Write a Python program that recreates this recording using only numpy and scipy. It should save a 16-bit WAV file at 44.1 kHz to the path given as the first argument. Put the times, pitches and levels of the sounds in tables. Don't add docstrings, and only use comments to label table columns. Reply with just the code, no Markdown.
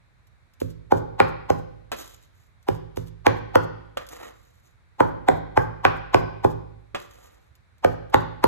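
import sys
import numpy as np
from scipy import signal
from scipy.fft import rfft, irfft, next_fast_len
from scipy.io import wavfile
from scipy.ndimage import uniform_filter1d, minimum_filter1d

SR = 44100
rng = np.random.default_rng(int(sys.argv[2]) if len(sys.argv) > 2 else 0)


def put_to_file(sound):
    columns = np.atleast_2d(sound).T
    safe = np.clip(columns, -1, 1)
    whole_steps = np.round(safe * 32767)
    wavfile.write(sys.argv[1], SR, whole_steps.astype(np.int16))


N = 373527


def amp(db):
    return 10 ** (np.asarray(db) / 20)


def unit(x):
    return x / np.sqrt(np.mean(x ** 2) + 1e-20)


def along(points, hz):
    f, v = np.transpose(points)
    return np.interp(np.log(hz + 1), np.log(f + 1), v)


def filtered(x, response):
    n = x.shape[-1]
    padded = next_fast_len(n + 4096)
    hz = np.fft.rfftfreq(padded, 1 / SR)
    return irfft(rfft(x, padded) * response(hz), padded)[..., :n]


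def coloured(x, spectrum):
    return unit(filtered(x, lambda hz: amp(along(spectrum, hz))))


def noise(spectrum, size):
    return coloured(rng.standard_normal(size), spectrum)


def grains(spectrum, size, spread_db):
    strength = np.repeat(rng.standard_normal(size // 32 + 1), 32)[:size]
    return coloured(rng.standard_normal(size) * amp(spread_db * strength), spectrum)


def fade(t, t60):
    return np.exp(-np.log(1000) * t / t60)


def add(track, s, x):
    i = max(round(s * SR), 0)
    n = min(x.shape[-1], N - i)
    track[..., i:i + n] += x[..., :n]


# (frequency [Hz], relative level [dB per Hz])
RUMBLE_SPECTRUM = [(20, -36), (45, -5), (60, -3.5), (78, 0), (100, -2.5), (140, -8.5), (220, -21.5),
                   (500, -38.5), (2000, -67.5)]
AIR_SPECTRUM = [(30, -11.5), (200, -2.5), (450, -1.5), (800, -1), (1400, 0.5), (2300, -2), (3000, -14.5),
                (3900, -7.5), (5000, -18.5), (7000, -19), (12000, -25), (16000, -44)]


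def background(rumble_db=-60, air_db=-67, rumble_pan_db=-5):
    pan = amp(np.array([[rumble_pan_db], [-rumble_pan_db]]) / 2)
    rumble = amp(rumble_db) * pan * noise(RUMBLE_SPECTRUM, (2, N))
    return rumble + amp(air_db) * noise(AIR_SPECTRUM, (2, N))


# (frequency [Hz], phase beyond the plain delay [radians])
PORT_PHASE_CURVE = [(100, 1.5), (250, 4), (400, 2.5), (540, 2.46), (900, 0), (1700, -0.66), (3400, -1.5),
                    (4300, -2), (6300, -1.49), (12000, -1)]
# (frequency [Hz], left minus right [dB])
PORT_BALANCE_CURVE = [(100, -6), (260, -11), (450, -2), (1200, 3), (2800, -6.5), (5000, 0)]
LEAD_S = .00017


def ports(x):
    def response(hz):
        phase = along(PORT_PHASE_CURVE, hz) + 2 * np.pi * hz * LEAD_S
        half = amp(along(PORT_BALANCE_CURVE, hz) / 2) * np.exp(.5j * phase)
        power = (abs(half) ** 2 + abs(half) ** -2) / 2
        return np.array([half, 1 / half]) / np.sqrt(power)
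    return filtered(x, response)


# (frequency [Hz], time to fall 60 dB [s])
ROOM_DECAY = [(100, 0.94), (400, 0.68), (1000, 0.67), (2500, 0.89), (5000, 0.77), (8000, 0.27),
              (12500, 0.14)]
# (frequency [Hz], relative level [dB])
ROOM_TONE = [(60, 2), (160, 3.5), (300, 1), (520, -2.5), (660, -3), (980, 4), (1500, 3), (2200, -4),
             (3600, -1.5), (5000, -1.5), (8000, -3.5), (12000, -12)]
# (frequency [Hz], correlation [-1 to 1])
ROOM_LIKENESS = [(80, 0.64), (250, -0.85), (650, -0.91), (1300, 0.085), (8000, 0)]


def kitchen(x, early_db=3, early_t60=0.18, build_s=0.0028):
    hz, t, z = signal.stft(rng.standard_normal((2, SR * 3 // 4)), SR, nperseg=256)
    envelope = fade(t, along(ROOM_DECAY, hz)[:, None]) + amp(early_db) * fade(t, early_t60)
    envelope *= 1 - np.exp(-(t / build_s) ** 2)
    mid, side = z * envelope * amp(along(ROOM_TONE, hz))[:, None]
    turn = np.arccos(np.clip(along(ROOM_LIKENESS, hz), -1, 1))[:, None] / 2
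    mid, side = mid * np.cos(turn), side * np.sin(turn)
    tail = signal.istft(np.array([mid + side, mid - side]), SR, nperseg=256)[1]
    return signal.fftconvolve(x[None], tail * amp(-42.5), axes=1)


# (time [s], relative level [dB])
CLICK_EVENTS = [(0.2704, -55.5), (0.536, -53), (0.602, -35), (2.4345, -59), (2.6273, -53.5), (2.96, -43),
                (3.6335, -45.5), (4.0662, -39.5), (4.0879, -34), (7.5529, -50), (7.7811, -57.5),
                (8.0983, -52)]
# (frequency [Hz], relative level [dB per Hz])
WET_SPECTRUM = [(1500, -11.5), (3300, 1), (4800, -0.5), (6900, -1.5), (8500, -5.5), (11500, -0.5),
                (13600, -7), (14700, -11.5), (16500, -24.5)]


def clicks(level_db=-7, t60=0.048):
    out, t = np.zeros(N), np.arange(SR // 10) / SR
    for s, db in CLICK_EVENTS:
        add(out, s, amp(db + level_db) * fade(t, t60) * noise(WET_SPECTRUM, len(t)))
    return out


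def pulse(gain):
    cepstrum = irfft(np.log(np.maximum(gain, 1e-6)))
    half = len(cepstrum) // 2
    cepstrum[1:half] *= 2
    cepstrum[half + 1:] = 0
    return irfft(np.exp(rfft(cepstrum)))


# (frequency [Hz], relative level [dB], time to fall 60 dB [s])
BOARD_MODES = [(115, -13.5, 0.12), (286, -4.5, 0.032), (386.3, 1, 0.04), (498, -3, 0.072), (534, 4, 0.036),
               (656, -3, 0.025), (866, 1.5, 0.011), (1109, 1.5, 0.015), (1500, 0, 0.02), (1960, -2, 0.013),
               (2340, 1.5, 0.0094), (3100, -8, 0.0046)]


def knock(f, hardness_db, main_hz, main_db=5, main_t60=0.029, soft_hz=450, hard_hz=1800, most=1.4,
          scatter_db=2.0):
    hz, db, t60 = np.transpose([*BOARD_MODES, (main_hz, main_db, main_t60)])

    def reach(x):
        return np.clip(np.log((x + 1) / soft_hz) / np.log(hard_hz / soft_hz), 0, most)

    size, place = rng.standard_normal((2, len(hz)))
    hz = hz * (1 + .03 * reach(hz) * place)
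    width, col = np.log(1000) / (np.pi * t60), f[:, None]
    modes = amp(db + scatter_db * size) * col / (hz ** 2 - col ** 2 + 1j * col * width)
    modes = modes / np.sqrt(1 + (col / (2 * hz)) ** 4)
    strength = np.linalg.norm(modes, axis=1) * SR / (2 * np.pi)
    return pulse(strength * amp(hardness_db * reach(f)))


def squelch(t, press_db=-53, press_t60=.3, lift_db=-62, lift_s=0.084, lift_width_s=0.012):
    timing, strength = rng.standard_normal(2) * [.25, 3]
    lift_offset = t - lift_s * np.exp(timing)
    lift = amp(lift_db + strength) * np.exp(-(lift_offset / lift_width_s) ** 2)
    return (amp(press_db) * fade(t, press_t60) + lift) * grains(WET_SPECTRUM, len(t), spread_db=3)


BEND_S = 0.00293


def bent(x):
    return filtered(x, lambda hz: np.exp(-2j * np.pi * BEND_S * (2 * np.sqrt(1000 * hz) - hz / 2)))


def ringing(modes, t, scatter_db=2):
    hz, db, t60 = np.transpose(modes)[:, :, None]
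    gain = amp(db + scatter_db * rng.standard_normal(hz.shape))
    wander = np.cumsum(rng.standard_normal((len(hz), len(t) // 64 + 1)), axis=1) * .45
    wander = uniform_filter1d(np.repeat(wander, 64, axis=1)[:, :len(t)], size=256)
    return np.sum(gain * np.sin(2 * np.pi * hz * t + wander) * fade(t, t60), axis=0)


# (frequency before a small random shift [Hz], relative level [dB], time to fall 60 dB [s], left minus right [dB])
BOOM_MODES = [(54.8, -14.5, 2.4, -14), (72, -17, 1.2, -17.5), (93.7, 3.5, 0.22, -17),
              (107.2, -5.5, 1.3, -8.5), (114.74, 2.5, 0.49, -9), (160.6, -1.5, 0.68, -11),
              (256.6, -5.5, .35, -5.5)]


def boom(t, swell_s=0.016, drift=0.0091, stray=0.89):
    ring = np.zeros((2, len(t)))
    for k, (hz, db, t60, pan) in enumerate(BOOM_MODES):
        phase = 2 * np.pi * hz * (1 + drift * rng.normal()) * t + stray * rng.standard_normal((2, 1))
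        tone = np.sin(phase + [[np.pi / 2], [0]])
        level = amp(db + np.array([[pan], [-pan]]) / 2)
        ring += (-1) ** k * level * fade(t, t60) * tone
    ring *= 1 - np.exp(-t / swell_s)
    return ring / np.sqrt(np.mean(ring[:, :SR // 10] ** 2))


FIRM_DB = -12
RISE_DB, RISE_PER_FORCE, RISE_PER_HARDNESS = -11, .77, .39
BOOM_DB, BOOM_PER_FORCE = -31, .27
CHOP_ROOM_DB = -1.5
WALL_S, WALL_DB = .0135, -19
# (frequency [Hz], relative level [dB per Hz])
RISE_SPECTRUM = [(100, -38), (500, -8), (850, 11.5), (1300, -7), (2500, -16.5), (5000, -24.5),
                 (12000, -48.5), (16000, -39)]
CRACK_SPECTRUM = [(200, 1.5), (600, 3.5), (1500, 10.5), (3000, 4.5), (5000, -6), (8000, -21),
                  (12000, -27.5), (16000, -34)]
# (frequency [Hz], relative level [dB], time to fall 60 dB [s])
CLEAVER_MODES = [(790, -24, 1), (846, -26.5, 0.57), (995, -21.5, 0.43), (1036, -19, 0.26),
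                 (1106, -27, 0.28), (1420, -32, 0.33), (1636, -24.5, 0.33), (1824, -30.5, .45)]
# (time [s], force [dB], hardness [dB], main board mode [Hz], relative level of the edge's tick [dB])
CHOP_EVENTS = [(0.6151, -20, -63.5, 695, -51), (0.9216, -9, -18.5, 803, -45.5),
               (1.202, -10.5, -3, 803, -37), (1.5024, -13.5, -13, 805, -39),
               (2.6864, -15, -21.5, 778, -40.5), (2.9719, -24, -49.5, 800, -49),
               (3.267, -10, -5.5, 854, -33), (3.5561, -10, -7.5, 847, -32), (5.005, -10, -11, 850, -42.5),
               (5.2863, -10, -10, 763, -34.5), (5.5746, -10.5, -9.5, 860, -47),
               (5.8512, -12, -0.5, 780, -34.5), (6.145, -10, -6, 706, -37.5),
               (6.4473, -11.5, -16, 836, -44.5), (7.847, -12.5, -9, 720, -46),
               (8.1435, -10.5, -6, 832, -32), (8.4412, -11, -12.5, 880, -32)]


def chops(rise_s=.022, rise_t60=0.035, entry_db=-48, entry_t60=0.044, knock_db=5.0, edge_db=34.0,
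          crunch_db=11.5, crunch_t60=.0064, steel_db=-3):
    out, t, long_t = np.zeros((2, N)), np.arange(8192) / SR, np.arange(SR) / SR
    f = np.fft.rfftfreq(len(t), 1 / SR)
    before = np.arange(round(rise_s * SR))[::-1] / SR
    tick = pulse(amp(along(CRACK_SPECTRUM, f)))
    for s, db, hardness_db, main_hz, tick_db in CHOP_EVENTS:
        extra_force = db - FIRM_DB
        rise_db = RISE_DB + RISE_PER_FORCE * extra_force + RISE_PER_HARDNESS * hardness_db
        boom_db = BOOM_DB + BOOM_PER_FORCE * extra_force
        rise = amp(rise_db) * fade(before, rise_t60) * noise(RISE_SPECTRUM, len(before))
        wet_entry = grains(WET_SPECTRUM, len(before), spread_db=9.0)
        rise += amp(entry_db) * fade(before, entry_t60) * wet_entry
        blow = amp(db + knock_db) * knock(f, hardness_db, main_hz)
        blow += amp(tick_db + edge_db) * tick
        blow += amp(tick_db + crunch_db) * fade(t, crunch_t60) * noise(WET_SPECTRUM, len(t))
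        blow += squelch(t)
        stroke = bent(np.concatenate([rise, blow]))
        start = s - len(before) / SR
        direct = ports(stroke)
        add(out, start, direct)
        add(out, start + WALL_S, amp(WALL_DB) * direct)
        add(out, start, amp(CHOP_ROOM_DB) * kitchen(stroke))
        steel = amp(db + hardness_db / 2 + steel_db) * ringing(CLEAVER_MODES, long_t)
        add(out, s, ports(steel))
        add(out, s, amp(boom_db) * boom(long_t))
    return out


# (time [s], relative level [dB], relative treble [dB], decay scale [s])
CLACK_EVENTS = [(1.917, -9, -25, 0.35), (1.998, -34.5, -22.5, 0.38), (3.971, -10.5, -28.5, 0.23),
                (6.947, -9, -39, 0.32)]
# (frequency [Hz], relative level [dB], time to fall 60 dB before choking [s])
STEEL_MODES = [(564, 3.5, 0.086), (1186, -0.5, 0.033), (1534, -14, 0.1), (2522, -17.5, 0.21),
               (3050, -46, 0.29), (3740, -26, 0.05), (3940, -28, 0.38), (7300, -18, 0.024),
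               (7000, -41, 0.063), (9300, -36, 0.13)]
# (frequency [Hz], relative level [dB per Hz])
SLAP_SPECTRUM = [(100, -7.5), (300, 3), (550, 13), (850, -1), (1400, 0), (2400, -6), (3400, -6),
                 (5000, -16), (8000, -23), (16000, -37)]


def clacks(ring_db=-16, crack_db=-13, tick_db=-3, attack_s=0.0003, slap_share=0.31):
    out, t = np.zeros(N), np.arange(SR // 3) / SR
    for s, db, treble_db, t60 in CLACK_EVENTS:
        ring = amp(ring_db) * ringing(STEEL_MODES, t) * fade(t, 2 * t60)
        slap = amp(crack_db) * noise(SLAP_SPECTRUM, len(t))
        slap += amp(tick_db + treble_db) * noise(WET_SPECTRUM, len(t))
        attack = 1 - np.exp(-t / attack_s)
        add(out, s, amp(db) * (ring + slap * fade(t, slap_share * t60)) * attack)
    return out


STROKE_ATTACK_S, STROKE_RELEASE_T60 = 0.028, 0.22
STROKE_SAG_DB_PER_S = 10.5


def push(t, length_s):
    held, after = np.clip(t, 0, length_s), np.maximum(t - length_s, 0)
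    attack = np.clip(t / STROKE_ATTACK_S, 0, 1)
    return attack * amp(-STROKE_SAG_DB_PER_S * held) * fade(after, STROKE_RELEASE_T60)


# (time [s], length before release [s], relative rasp on wood [dB], relative wet hiss [dB])
SCRAPE_EVENTS = [(1.958, .04, -39.5, -38.5), (2.031, .11, -58.5, -56.5), (2.205, .04, -74.5, -64),
                 (2.33, .14, -76.5, -70), (3.98, .04, -42, -59.5), (4.095, .06, -42, -49.5),
                 (4.184, .1, -38, -54), (4.348, .25, -67, -69), (4.621, .06, -64, -66),
                 (6.97, .06, -47, -54.5), (7.086, .19, -54, -60), (7.299, .17, -62.5, -73)]
# (frequency [Hz], relative level [dB per Hz])
RASP_SPECTRUM = [(120, -18.5), (300, 5.5), (450, 3), (1300, -1.5), (2100, -6), (3200, -12.5), (5000, -21.5),
                 (9000, -44)]
# (frequency [Hz], width [Hz], relative level [dB])
BLADE_RESONANCES = [(508.7, 110, 8), (1197, 54, 0.5), (1880, 97, 3), (3030, 31, 0), (3860, 90, 4),
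                    (6220, 86, 6), (6700, 88, 7), (7000, 61, 4.5), (7420, 57, 8.5), (10900, 150, 2.5),
                    (13110, 100, 5.5)]


def scrapes(rasp_db=-2, hiss_db=-1, grip_db=2.0):
    on_wood, on_meat, t = np.zeros(N), np.zeros(N), np.arange(N) / SR

    def blade(f):
        peaks = (amp(db) * 1j * f * w / (c * c - f * f + 1j * f * w) for c, w, db in BLADE_RESONANCES)
        return 1 + sum(peaks)

    grip = amp(grip_db * np.interp(t * 90, np.arange(2000), rng.standard_normal(2000)))
    rasp = unit(filtered(grip * grains(RASP_SPECTRUM, N, spread_db=4.0), blade))
    hiss = unit(filtered(grip * grains(WET_SPECTRUM, N, spread_db=4.0), blade))
    for s, length_s, wood_db, wet_db in SCRAPE_EVENTS:
        stroke = push(t[:SR], length_s)
        add(on_wood, s, amp(wood_db + rasp_db) * stroke)
        add(on_meat, s, amp(wet_db + hiss_db) * stroke)
    return rasp * on_wood + hiss * on_meat


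def scene(wet_db=-2):
    floor = background()
    gathering = clicks() + clacks() + scrapes()
    gathering_echo = amp(wet_db) * kitchen(gathering)[:, :N]
    return floor + chops() + ports(gathering) + gathering_echo


TOP_HZ = 16100


def record(dry):
    needed = np.minimum(1, .92 / (abs(dry).max(axis=0) + 1e-9))
    gain = uniform_filter1d(minimum_filter1d(needed, size=60), size=60)
    return filtered(dry * gain, lambda hz: hz < TOP_HZ)


dry = scene()
out = record(dry)
put_to_file(out)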